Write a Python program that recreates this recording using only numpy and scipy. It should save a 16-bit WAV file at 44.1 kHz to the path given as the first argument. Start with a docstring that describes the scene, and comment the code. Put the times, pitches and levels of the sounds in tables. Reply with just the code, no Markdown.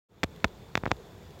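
"""The low, steady noise of an animal shed fades in, with a thin stream of liquid trickling onto stone:
hundreds of tiny pinging drops a second. Almost at once fingers shift on a hand-held camera, dry and
very close to the microphone. Its case clicks and knocks in clusters as they press and release, skin
slips in a fine crackle, and the camera rocks with a low thump after the heavy knocks.
The fingers settle, leaving the trickle, a few brighter spatters and the shed."""
import sys
import numpy as np
from scipy import signal
from scipy.io import wavfile
from scipy.ndimage import uniform_filter1d

SR = 44100
rng = np.random.default_rng(int(sys.argv[2]) if len(sys.argv) > 2 else 0)


def bounce(signal):
    """Save signal as a 16-bit WAV file at the path given by the first command-line argument."""
    frames = np.transpose(np.atleast_2d(signal))
    limited = np.clip(frames, -1, 1)
    pcm = np.round(limited * 32767).astype(np.int16)
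    wavfile.write(sys.argv[1], SR, pcm)


N = 61739

RING_HZ, RING_WIDTH_HZ = 3520, 190  # small cavity in front of the microphone
KNOCK_RING_DB, BACKGROUND_RING_DB = 7.5, 8.5


def amp(db):
    """Decibels to gain."""
    return 10 ** (np.asarray(db) / 20)


def eq_curve(points, hz):
    """Joins (Hz, dB) points on a log-frequency axis."""
    freqs, db = np.transpose(points)
    return np.interp(np.log(hz + 1), np.log(freqs + 1), db)


def unit_rms(x):
    """Scales to an rms of one."""
    return x / np.sqrt(np.mean(x ** 2) + 1e-20)


def add(mix, s, sound):
    """Mixes a sound in at s seconds."""
    part = mix[round(s * SR):][:len(sound)]
    part += sound[:len(part)]


def impulse(db):
    """Sharp-fronted, minimum-phase impulse response with the given spectrum."""
    log_gain = np.log(amp(np.r_[db, db[-2:0:-1]]))
    spectrum = np.exp(np.conj(signal.hilbert(log_gain)))
    return np.fft.ifft(spectrum).real[:len(db)]


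def bins(size=8192):
    """Frequencies of a spectrum, in Hz."""
    return np.fft.rfftfreq(size, 1 / SR)


def cavity(hz, peak_db):
    """The narrow resonance of the microphone cavity, in dB."""
    detuning = 2 * (hz - RING_HZ) / RING_WIDTH_HZ
    return 10 * np.log10(1 + (amp(peak_db) ** 2 - 1) / (1 + detuning ** 2))


def case_knocks(bass_hz=305, body_hz=812, body_octaves=0.53):
    """Each press or release of a finger kicks the case; the softer the contact, the duller the knock."""
    # Finger contacts: (time [s], level [dB], direction [+1 press, -1 release], brightness [Hz],
    # treble roll-off [filter order], bass [dB], hollow body [dB])
    hits = [ (0.2332, 11.5, 1, 3870, 2, -5, -3), (.2367, -21, 1, 12000, 2.2, -26, -5),
            (0.2374, 10, -1, 13800, 2.7, 1, -3.5), (0.2412, 11, -1, 670, 2.85, 4, -1.5),
            (0.2445, 2, -1, 700, 2.9, -7, 0), (.4439, 16.5, 1, 3620, 1.6, -5.5, -5),
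            (0.4464, 9.5, -1, 13000, 1.6, 2.5, 5), (0.4498, 13.5, -1, 550, 2.96, -4.5, -6.5),
            (0.4542, -1, 1, 696, 2.8, -9, 4.5), (.7544, 14.5, 1, 5300, 2, -5.5, -3.5),
            (0.7725, -3.5, 1, 14000, 2.3, -7, -11), (0.7763, 3, -1, 15100, 2.7, 8.5, 7),
            (0.8364, 0.5, -1, 1440, 1.8, 12, 3), (.8558, -9, 1, 9000, 1.2, 3, 7),
            (0.8566, 3, -1, 2800, 1.1, -5, -1), (.8630, 9.5, 1, 1600, 3.4, 0.5, 0.5),
            (0.8755, 7, -1, 650, 2.5, 2.5, -0.5), (.9089, -5, -1, 800, 0.94, 3, 7.5),
            (0.916, 11, 1, 7100, 4.9, 0, 7), (.9202, 10.5, -1, 600, 2.75, -2, -1.5), ]
    # Response of the case to a knock: (frequency [Hz], gain [dB])
    case_eq = [(20, -32), (55, 1), (105, 6), (200, 4), (400, 1), (900, -0.5), (1600, 0), (2500, -1.5),
               (3000, -11.5), (4200, -13), (6000, -15.5), (7600, -21), (9500, -40.5), (12000, -28.5),
               (15500, -22)]
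    out, hz = np.zeros(N), bins()
    case = eq_curve(case_eq, hz) + cavity(hz, KNOCK_RING_DB)
    body = np.exp(-.5 * (np.log2((hz + 1) / body_hz) / body_octaves) ** 2)
    for s, db, direction, bright_hz, order, bass_db, body_db in hits:
        contact = -10 * np.log10(1 + (hz / bright_hz) ** (2 * order))
        weight = bass_db / (1 + (hz / bass_hz) ** 2) + body_db * body
        add(out, s, direction * amp(db) * impulse(case + contact + weight))
    return out


def camera_thumps(decay_s=.012):
    """The whole camera rocks in the hand after the heavy knocks: a low, quickly damped sine."""
    # Sways of the camera: (time [s], level [dB], pitch [Hz], direction [+1 or -1])
    sways = [(.244, -28.5, 79.4, -1), (.454, -30.5, 59, -1), (.779, -36, 75, -1), (0.927, -35.5, 64, -1)]
    out, t = np.zeros(N), np.arange(SR // 10) / SR
    for s, db, hz, direction in sways:
        add(out, s, direction * amp(db) * np.sin(2 * np.pi * hz * t) * np.exp(-t / decay_s))
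    return out


def skin_slips(grains_per_s=3000):
    """Around the harder knocks the skin slips on the case in a few milliseconds of fine crackle."""
    # Slips of the skin: (time [s], length [s], level [dB], brightness [Hz])
    slips = [(0.2327, 0.0053, -29, 5000), (0.2413, 0.0024, -34, 12000), (0.4448, 0.0034, -28, 5000),
             (.4490, .005, -45, 8000), (0.755, 0.0034, -41, 3500), (0.7766, 0.0053, -53, 3000),
             (0.8726, 0.0093, -47.5, 2500), (0.9113, 0.0067, -38.5, 1200)]
    # Colour of the crackle: (frequency [Hz], gain [dB])
    crackle_eq = [(200, -9.5), (700, 2.5), (2400, 3), (3000, -1), (3600, 1.5), (6000, -10), (8000, -8),
                  (9500, -30), (15500, -26)]
    out, hz = np.zeros(N), bins()
    for s, length_s, db, bright_hz in slips:
        sizes, chance = rng.standard_normal(SR // 20), rng.random(SR // 20)
        grains = (sizes * (chance < grains_per_s / SR))[:round(length_s * SR)]
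        tone = impulse(eq_curve(crackle_eq, hz) - 10 * np.log10(1 + (hz / bright_hz) ** 2))
        add(out, s, amp(db) * signal.fftconvolve(unit_rms(grains), tone / np.linalg.norm(tone)))
    return out


def spatters(decay_s=0.0016):
    """Larger drops burst on the stone in short, bright puffs."""
    # Drops that stand out of the trickle: (time [s], level before the fade-in [dB])
    drops = [(0.362, -27), (.403, -31), (.424, -36), (.481, -30), (.967, -31.5), (1.307, -32.5),
             (1.390, -31)]
    # Colour of a burst on stone: (frequency [Hz], gain [dB])
    burst_eq = [(300, -10), (1200, -4), (2800, 3), (4000, 3.5), (7200, -10), (9500, -12), (15500, -10)]
    puffs, hz, t = np.zeros(N), bins(), np.arange(SR // 20) / SR
    for s, db in drops:
        puff = rng.standard_normal(len(t)) * np.exp(-t / decay_s)
        add(puffs, s, amp(db) * puff / np.linalg.norm(puff))
    tone = impulse(eq_curve(burst_eq, hz) + cavity(hz, BACKGROUND_RING_DB))
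    return signal.oaconvolve(puffs, tone)[:N]


def trickle(drops_per_s=550, spread_db=6.5, gain_db=-68):
    """The stream breaks into many tiny drops, each a brief damped ping."""
    low_hz, high_hz, pitches = 716, 6960, 24
    decay_cycles, tilt_db_per_octave = 3.4, -1.5
    out, t = np.zeros(N), np.arange(SR // 20) / SR
    for hz in np.geomspace(low_hz, high_hz, pitches):
        sizes = amp(spread_db * np.minimum(rng.exponential(1, N), 4))
        drops = sizes * (rng.random(N) < drops_per_s / pitches / SR)
        ping = np.sin(2 * np.pi * hz * t) * np.exp(-hz * t / decay_cycles)
        tilt = amp(tilt_db_per_octave * np.log2(hz / low_hz))
        out += tilt * signal.oaconvolve(drops, ping)[:N]
    return amp(gain_db) * unit_rms(out)


def shed_tone(gain_db=-47.5, drift_db=1, frame=1024):
    """Low, steady room tone with a little hiss, drifting in faint patches."""
    # Noise spectrum of the shed: (frequency [Hz], relative level [dB])
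    room_eq = [(20, -28), (40, -8), (65, 1.5), (175, 0), (260, -11), (350, -7.5), (435, -5), (600, -12.5),
               (900, -14), (1400, -22), (2500, -25.5), (3000, -28), (4300, -28.5), (6200, -33.5),
               (7100, -30), (8200, -37.5), (9700, -41.5), (12500, -38), (15500, -37)]
    hz, hop = bins(frame), frame // 4
    real, imag, drift = rng.standard_normal((N // hop + 5, len(hz), 3)).T
    drift = uniform_filter1d(drift, size=12, axis=0)  # smooth across frequency
    drift = unit_rms(uniform_filter1d(drift, size=10, axis=1))  # and across time
    colour = eq_curve(room_eq, hz) + cavity(hz, BACKGROUND_RING_DB)
    spectra = (real + 1j * imag) * amp(colour[:, None] + drift_db * drift)
    _, noise = signal.istft(spectra, nperseg=frame, noverlap=frame - hop)
    return amp(gain_db) * unit_rms(noise[:N])


def scene(start_s=.087, open_s=.008):
    """Close handling noise over a bed of shed and trickle that opens from silence and fades in."""
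    # Fade-in of the background: (time [s], gain [dB])
    fade_points = [(.09, -21), (.125, -13), (.2, -7.5), (.32, -2), (1.4, -0.88)]
    times, db = np.transpose(fade_points)
    t = np.arange(N) / SR
    fade = amp(np.interp(t, times, db)) * np.clip((t - start_s) / open_s, 0, 1)
    handling = case_knocks() + camera_thumps() + skin_slips()
    background = shed_tone() + trickle() + spatters()
    return (handling + fade * background)[None]


def record(dry):
    """A low cut and a steep high cut trim the deepest rumble and the very top."""
    low_cut = signal.butter(N=2, Wn=33, btype="highpass", fs=SR, output="sos")
    high_cut = signal.firwin(511, cutoff=16000, window=("kaiser", 9), fs=SR)
    return signal.oaconvolve(signal.sosfilt(low_cut, dry), high_cut[None], "same")


dry = scene()
out = record(dry)
bounce(out)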